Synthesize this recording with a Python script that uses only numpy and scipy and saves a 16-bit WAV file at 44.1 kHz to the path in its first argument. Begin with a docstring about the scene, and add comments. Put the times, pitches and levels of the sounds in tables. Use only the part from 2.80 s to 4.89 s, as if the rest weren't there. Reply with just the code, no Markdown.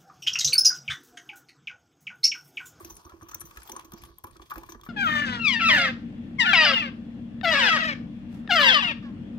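"""Stirring sugar water in a glass jug

A spatula stirs sugary water in a glass jug on a stone counter, close to a two-port microphone.
The blade knocks and drags on the wet glass, which rings dully, and trapped air plops at each knock.
Grains crunch under the blade in bright bursts; the jug thuds on the counter and the water swirls."""
import sys
import numpy as np
from scipy import signal
from scipy.io import wavfile

SR = 44100
rng = np.random.default_rng(int(sys.argv[2]) if len(sys.argv) > 2 else 0)


def file_out(sig):
    """Save sig as 16-bit WAV at sys.argv[1]."""
    # one column per channel
    cols = np.atleast_2d(sig).T
    # limit, then scale
    lim = np.clip(cols, -1, 1)
    pcm = np.round(lim * 32767).astype(np.int16)
    wavfile.write(sys.argv[1], SR, pcm)


N = 92080
TIME_S = np.arange(N) / SR
PORT_LAG_S = 0.00022  # the right port hears later
DRAG_GRAINS_PER_S = 1500


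def amp(db):
    return 10 ** (np.asarray(db) / 20)


def rms_one(x):
    return x / np.sqrt(np.mean(x ** 2) + 1e-20)


def band(x, low_hz, high_hz):
    sos = signal.butter(2, [low_hz, min(high_hz, .45 * SR)], "band", fs=SR, output="sos")
    return signal.sosfilt(sos, x)


def drift(steps_per_s):
    """Slow random wander, rms 1."""
    steps = rng.standard_normal(int(N / SR * 40) + 3)
    return rms_one(np.interp(TIME_S * steps_per_s, np.arange(len(steps)), steps))


def grit(per_s, spread_db):
    """Random clicks of uneven size, rms 1."""
    sizes = amp(spread_db * np.minimum(rng.exponential(1, N), 4)) * rng.choice([-1, 1], N)
    return rms_one(sizes * (rng.random(N) < per_s / SR))


def contacts(start_s, length_s, per_s, first_click, attack_s=0.00097):
    """One unit-energy row per contact: a first click, then chatter that dies over the contact length."""
    age = TIME_S - start_s[:, None]
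    attack = 1 - np.exp(-np.clip(age, 0, 1) / attack_s)
    decay = np.exp(-np.abs(age) / length_s[:, None])
    hits = grit(per_s, spread_db=2.23) * attack * decay
    onsets = np.ceil(start_s * SR).astype(int)
    hits[np.arange(len(start_s)), onsets] += first_click * np.sqrt(SR / per_s)
    return hits / np.sqrt(np.sum(hits ** 2, axis=1, keepdims=True))


def favour(hz, centre_hz, spread_oct, depth_db=20):
    """A contact excites pitches near its own more strongly."""
    nearness = np.exp(-.5 * (np.log2(hz / centre_hz) / spread_oct) ** 2)
    return amp(depth_db * (nearness - .5))


def ring(clicks, hz, t60_s):
    """One mode: each click starts a dying sine."""
    r, w = amp(-60 / (t60_s * SR)), 2 * np.pi * hz / SR
    return signal.lfilter([0, np.sin(w)], [1, -2 * r * np.cos(w), r * r], clicks + 1e-18)


def ports(x, pan_db, late=True):
    """Left and right microphone ports; a positive pan leans left."""
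    samples = np.arange(N)
    right = np.interp(samples - PORT_LAG_S * SR * late, samples, x)
    return np.array([x * amp(pan_db / 2), right * amp(-pan_db / 2)])


def noise_bank(spectrum, excite, bands, flicker_db, shared):
    """Noise partly shared by the ports, in bands that follow a spectrum and flicker on their own."""
    hz, db = np.transpose(spectrum)
    drive = np.sqrt(shared) * ports(excite(), 0) + np.sqrt(1 - shared) * np.array([excite(), excite()])
    edges, out = np.geomspace(hz[0], hz[-1], bands + 1), 0
    for k, (low, high) in enumerate(zip(edges, edges[1:])):
        band_db = np.interp(np.log(low * high) / 2, np.log(hz), db) + flicker_db * drift(15)
        out = out + (-1) ** k * amp(band_db) * band(drive, low, high)
    return rms_one(out)


def room(x, t60_s=0.15, level_db=-15, wall_cut_hz=6700):
    """The walls return a short wash of reflections, different at each port."""
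    age = np.arange(int(.3 * SR)) / SR
    tail = rng.standard_normal((2, len(age))) * amp(-60 * age / t60_s) * (age > .003)
    tail = band(tail, 36, wall_cut_hz)
    tail /= np.sqrt(np.sum(tail ** 2, axis=1, keepdims=True))
    return amp(level_db) * signal.fftconvolve(x, tail, axes=1)[:, :N]


# Rumble of the water in the jug, a little to the right: frequency_hz, relative_db
SWIRL_SPECTRUM = [(22, -28), (45, 1.5), (70, -1.5), (177, -10.5), (300, -15.5)]
def swirl(ring_db, level_db=-62):
    """Swirling water rumbles, swelling as the blade drags harder."""
    slosh_db = level_db + 0.98 * (ring_db - ring_db.mean())
    port_db = np.array([[-2.2], [2.2]])
    rumble = noise_bank(SWIRL_SPECTRUM, lambda: rng.standard_normal(N), 6, flicker_db=0.5, shared=0.83)
    return amp(slosh_db + port_db) * rumble


# Hiss of the blade on wet glass, wide across both ports: frequency_hz, relative_db
HISS_SPECTRUM = [(350, -9.5), (581, -16.5), (1130, -9.5), (1350, -18.5), (2320, -22.5), (5910, -19.5),
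                 (8060, -29), (14800, -18.5), (16500, -34)]
def drag_hiss(hiss_db, flicker_db=2.5):
    """The dragging blade makes a spray of tiny clicks, heard as a flickering hiss."""
    level = amp(hiss_db + flicker_db * drift(34.8))
    return level * noise_bank(HISS_SPECTRUM, lambda: grit(3500, 4.5), 12, flicker_db=4, shared=0.25)


# Thuds on the stone counter and gulps of water, right of centre: start_s, level_db, pitch_hz
COUNTER_THUDS = [(0.03, -46.5, 100), (0.117, -49, 43.6), (0.253, -47, 74.5), (0.326, -48.5, 76),
                 (0.42, -45.5, 98), (0.551, -50.5, 98), (0.591, -53, 55), (.64, -47.5, 152),
                 (0.771, -44, 57.5), (0.916, -53, 49), (1.124, -50, 61.4), (1.136, -34.5, 229),
                 (1.236, -55, 51), (1.296, -53, 56), (1.439, -45, 92), (1.595, -48, 52),
                 (1.763, -40.5, 49.3), (1.948, -46, 47.8)]
def thuds(trim_db=4.5, t60_cycles=6.8):
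    """Each thud is one push that rings for a few low cycles."""
    out = np.zeros(N)
    for start_s, level_db, pitch_hz in COUNTER_THUDS:
        push = np.zeros(N)
        push[int(start_s * SR)] = amp(level_db + trim_db)
        out += ring(push, pitch_hz, t60_cycles / pitch_hz)
    return ports(band(out, 36, 238), pan_db=-3.5, late=False)


# Strength of the blade's drag along the glass: time_s, ring_db, hiss_db
BLADE_DRAG = [(0, -58.5, -56.5), (0.151, -53.5, -59), (.23, -67, -61.5), (.39, -61, -67),
              (0.519, -58.5, -58.5), (.65, -54.5, -56.5), (.74, -60, -62), (.86, -63.5, -59),
              (.95, -59.5, -54), (1.1, -58.5, -64), (1.25, -52, -62), (1.419, -69, -72),
              (1.5, -54.5, -65.5), (1.679, -63, -65.5), (1.8, -52.5, -61.5), (2.09, -58.5, -71.5)]
def drag_levels():
    """The drag swells and eases through the stir: one level curve for ringing, one for hiss."""
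    time_s, ring_db, hiss_db = np.transpose(BLADE_DRAG)
    return np.interp(TIME_S, time_s, ring_db), np.interp(TIME_S, time_s, hiss_db)


def jug(modes, hits, gains, friction, hit_hz=None, friction_hz=None, late=True):
    """Contacts, each striking the modes unevenly, and continuous friction set the glass ringing."""
    out, norm = 0, np.sqrt(np.sum(amp(np.array(modes)[:, 1]) ** 2))
    uneven_db = 3 * rng.uniform(-0.79, 1, (len(hits), len(modes)))
    for k, (hz, db, t60_s, pan_db) in enumerate(modes):
        hit_tilt = 1 if hit_hz is None else favour(hz, hit_hz, spread_oct=0.43)
        rub_tilt = 1 if friction_hz is None else favour(hz, friction_hz, spread_oct=0.2)
        struck = (gains * hit_tilt * amp(uneven_db[:, k])) @ hits
        rubbed = friction * rub_tilt / np.sqrt(t60_s * SR / 28)  # offsets build-up in long modes
        mode = (-1) ** k * amp(db) / norm * ring(struck + rubbed, hz, t60_s)
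        out = out + ports(mode, pan_db, late)
    return out


# Upper modes of the water-filled jug: pitch_hz, relative_db, t60_s, pan_db
HIGH_MODES = [(2480, -1, 0.009, 3), (3320, 1, 0.014, -1), (5720, -4, 0.018, 2), (6041, 3, 0.03, 1.5),
              (6760, -7, 0.03, -5)]
# Sugar under the blade, close up: start_s, spray_db, body_db, spray_hz, ring_hz, length_s
SUGAR_CRUNCHES = [(0.046, -32.5, -46, 12180, 6600, 0.0038), (0.098, -33, -48.5, 15600, 6060, 0.017),
                  (0.152, -42.5, -67, 10200, 5780, 0.0032), (0.1658, -37, -51.5, 10200, 5960, 0.0041),
                  (0.249, -52.5, -59, 10200, 5900, 0.0051), (0.294, -53, -57, 13800, 4080, 0.0033),
                  (0.417, -47.5, -62, 8300, 5750, 0.0041), (0.428, -49, -62, 12300, 5760, 0.0026),
                  (0.485, -32.5, -49, 15600, 5160, 0.0094), (0.512, -39, -49.5, 13500, 6040, 0.0065),
                  (0.5447, -17.5, -42, 16200, 6050, 0.0033), (0.5973, -34, -66, 10400, 3530, 0.0039),
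                  (0.6047, -25, -54, 10500, 5700, 0.0045), (0.6116, -29.5, -47.5, 10500, 5760, 0.0029),
                  (0.652, -35.5, -54, 14300, 6070, 0.016), (0.71, -49, -53, 14300, 2450, 0.0022),
                  (0.759, -46, -55, 10500, 2380, 0.0072), (0.771, -38, -45.5, 13400, 2200, 0.003),
                  (0.818, -57, -50, 9700, 2320, 0.0041), (0.8305, -37, -52.5, 10200, 2400, 0.0046),
                  (0.8738, -38, -50, 14000, 3330, 0.0066), (0.895, -30.5, -44.5, 10300, 3380, 0.0027),
                  (0.9175, -28.5, -44.5, 15400, 6040, 0.0027), (0.964, -33, -48, 8900, 7100, 0.0016),
                  (0.995, -41, -49, 9900, 2490, 0.0017), (1.0106, -55, -54.5, 14300, 2460, 0.0019),
                  (1.046, -41, -53, 13800, 4950, 0.0068), (1.12, -35.5, -51.5, 12600, 3580, 0.0012),
                  (1.135, -38, -50.5, 14500, 4800, 0.002), (1.1826, -47, -59, 14800, 2170, 0.0012),
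                  (1.217, -44, -53, 10300, 2530, 0.0081), (1.236, -37, -52, 13000, 3340, 0.0037),
                  (1.249, -41, -53, 10100, 3570, 0.0099), (1.3843, -33.5, -64, 13300, 3300, 0.0012),
                  (1.438, -31, -55, 12470, 5460, 0.0048), (1.467, -43, -57, 11000, 2940, 0.0099),
                  (1.51, -48, -60.5, 8800, 2280, 0.002), (1.5664, -52.5, -55, 9200, 4000, 0.0022),
                  (1.6165, -54, -52, 12400, 3000, 0.008), (1.657, -57, -57.5, 12000, 3360, 0.012),
                  (1.6984, -40, -54, 14300, 3820, 0.0041), (1.7064, -32.5, -49, 13800, 2440, 0.0047),
                  (1.737, -38, -61, 13600, 2460, 0.0064), (1.7564, -41, -51, 13700, 2150, 0.0089),
                  (1.78, -35.5, -48.5, 13300, 2170, 0.0038), (1.834, -48, -52.5, 14700, 2210, 0.002),
                  (1.861, -47, -58, 13800, 2290, 0.0092), (1.891, -37.5, -47.5, 14100, 5000, 0.02),
                  (1.9203, -46, -48, 14200, 4330, 0.0024), (2.013, -49.5, -54.5, 14800, 3380, 0.00064),
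                  (2.034, -49, -53.5, 14600, 3960, 0.0085), (2.049, -42.5, -59.5, 13600, 3730, 0.015)]
def crunches(hiss_db, grains_per_s=5000, ring_trim_db=5, snap_trim_db=27, spray_trim_db=16.5):
    """Grains break in dense bursts: upper jug modes, a snap and a bright spray, different at each port."""
    start_s, spray_db, body_db, spray_hz, ring_hz, length_s = np.transpose(SUGAR_CRUNCHES)
    left = contacts(start_s, length_s, grains_per_s, first_click=0.58)
    right = 0.11 * left + 0.8 * contacts(start_s + PORT_LAG_S, length_s, grains_per_s, first_click=0.47)
    friction = amp(hiss_db - 12) * grit(DRAG_GRAINS_PER_S, spread_db=4.9)
    out = jug(HIGH_MODES, left, amp(body_db + ring_trim_db), friction, ring_hz)
    snap = np.array([amp(body_db + snap_trim_db) @ side for side in (left, right)])
    out += band(snap, 980, 7800)
    edges_hz = np.geomspace(8500, 17000, 7)
    for low, high in zip(edges_hz, edges_hz[1:]):
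        gains = amp(spray_db + spray_trim_db) * favour(np.sqrt(low * high), spray_hz, spread_oct=0.18)
        spray = np.array([amp(2.5) * gains @ left, amp(-2.5) * gains @ right])  # leans left
        out += band(spray, low, high)
    return out


def plops(start_s, level_db, pitch_hz, length_s, trim_db=-1, rise_per_s=3.54):
    """Air trapped at the blade rings as a clear, slightly rising tone that swells and dies."""
    age = np.clip(TIME_S - start_s[:, None], 0, None)
    rise = 1 + rise_per_s * np.minimum(age, .05)
    tone = np.sin(2 * np.pi * pitch_hz[:, None] * age * rise)
    swell = age / (0.45 * length_s[:, None])  # loudest where this reaches 1
    return ports(amp(level_db + trim_db) @ (tone * swell * np.exp(1 - swell)), pan_db=0.9)


# Low and middle modes of the water-filled jug: pitch_hz, relative_db, t60_s, pan_db
LOW_MODES = [(227.6, -10, 0.078, -1.5), (309, -2.5, 0.078, -3.5), (341.7, -0.5, 0.11, -8.5),
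             (409, -5.5, 0.054, -6.5), (528, -12, 0.064, 0), (683, -14, 0.047, -12)]
MID_MODES = [(852, -6, 0.063, 1.8), (977, -1.5, 0.025, 0.61), (1128.4, -3, 0.043, 3.8),
             (1233, -4, 0.026, 0.8), (1500, 2, 0.0086, 12), (2000, -7.5, 0.016, 5), (1695, 4.5, 0.028, 1.2),
             (2310, -2, 0.08, 6.3)]
# Blade knocks on the glass, close to the microphone: start_s, mid_db, low_db, pitch_hz, length_s
BLADE_KNOCKS = [(0.003, -45, -45.5, 1093, 0.0091), (0.046, -60, -45.5, 910, 0.0021),
                (0.099, -46, -54, 916, 0.01), (0.249, -47, -50.5, 1040, 0.0043),
                (0.264, -48, -50, 1125, 0.011), (0.292, -45.5, -64, 1230, 0.012),
                (0.32, -43, -63, 1018, 0.003), (0.333, -57, -50, 1004, 0.0084),
                (0.411, -44.5, -71, 1230, 0.0032), (0.422, -45, -46, 1100, 0.0085),
                (0.49, -43, -67, 1237, 0.004), (0.516, -40.5, -62, 1163, 0.0053),
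                (0.534, -44, -59, 1370, 0.0053), (0.553, -43, -50.5, 970, 0.005),
                (0.616, -40.5, -58, 1290, 0.0019), (0.671, -53.5, -68, 1070, 0.0025),
                (0.711, -50, -66, 1140, 0.005), (0.759, -52, -56.5, 1130, 0.0072),
                (0.7724, -38, -53.5, 1335, 0.0034), (0.82, -48, -65, 1520, 0.0028),
                (0.873, -58, -62, 820, 0.0059), (0.89, -36.5, -47, 984, 0.0037),
                (0.8972, -40.5, -44.5, 866, 0.0035), (0.924, -60, -43.5, 1137, 0.026),
                (0.928, -46, -47, 924, 0.013), (0.953, -42, -53.5, 1080, 0.0024),
                (0.962, -32.5, -51, 1042, 0.0076), (0.992, -37, -59, 1040, 0.004),
                (1.044, -52.5, -52, 1015, 0.017), (1.12, -43.5, -49.5, 1170, 0.009),
                (1.139, -46.5, -44.5, 976, 0.006), (1.236, -41, -57.5, 1080, 0.0022),
                (1.379, -54.5, -93, 1010, 0.011), (1.4416, -31.5, -43, 995, 0.005),
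                (1.47, -49.5, -51.5, 1091, 0.012), (1.557, -47.5, -51.5, 1236, 0.0067),
                (1.597, -43, -47.5, 1140, 0.0025), (1.62, -43.5, -49.5, 1110, 0.0014),
                (1.705, -34, -63, 1180, 0.0075), (1.715, -27.5, -56, 1155, 0.0065),
                (1.738, -44, -66, 1150, 0.005), (1.757, -35, -45, 1210, 0.0032),
                (1.771, -43, -40, 1210, 0.0053), (1.782, -38, -55, 970, 0.0041),
                (1.817, -44, -55, 960, 0.0042), (1.833, -36, -57, 984, 0.0035),
                (1.889, -38, -45.5, 1180, 0.003), (1.921, -42, -55, 1130, 0.0032),
                (1.947, -39, -42, 1200, 0.005), (1.996, -49, -62, 1037, 0.0047),
                (2.033, -45.5, -79, 1110, 0.007), (2.064, -38.5, -69, 1230, 0.0048)]
def blade_on_glass(ring_db, low_trim_db=4, mid_trim_db=-4, tap_trim_db=11):
    """Knocks and drag ring the jug's low and middle modes; each knock adds a broad tap and a plop."""
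    start_s, mid_db, low_db, pitch_hz, length_s = np.transpose(BLADE_KNOCKS)
    hits = contacts(start_s, length_s, per_s=730, first_click=1.05)
    drag = amp(ring_db + 3 * drift(30))
    low_friction = amp(-5.5) * drag * grit(DRAG_GRAINS_PER_S, spread_db=1.0)
    low = jug(LOW_MODES, hits, amp(low_db + low_trim_db), low_friction, late=False)
    mid_friction = amp(-7) * drag * grit(DRAG_GRAINS_PER_S, spread_db=5.3)
    mid = jug(MID_MODES, hits, amp(mid_db + mid_trim_db), mid_friction, pitch_hz, friction_hz=1120)
    tap = ports(band(amp(mid_db + tap_trim_db) @ hits, 750, 3500), pan_db=1.3)
    return low + mid + tap + plops(start_s, mid_db, pitch_hz, length_s)


def scene():
    """Blade and sugar up close with a little room, over hiss, swirl and thuds."""
    ring_db, hiss_db = drag_levels()
    near = blade_on_glass(ring_db) + crunches(hiss_db)
    return near + room(near) + drag_hiss(hiss_db) + swirl(ring_db) + thuds()


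def record(dry, rolloff_hz=15900, cutoff_hz=17000):
    """The top treble rolls off, then is cut steeply."""
    soft = signal.sosfilt(signal.butter(6, rolloff_hz, fs=SR, output="sos"), dry)
    return signal.sosfilt(signal.cheby2(12, 70, cutoff_hz, fs=SR, output="sos"), soft)


dry = scene()
out = record(dry)
file_out(out)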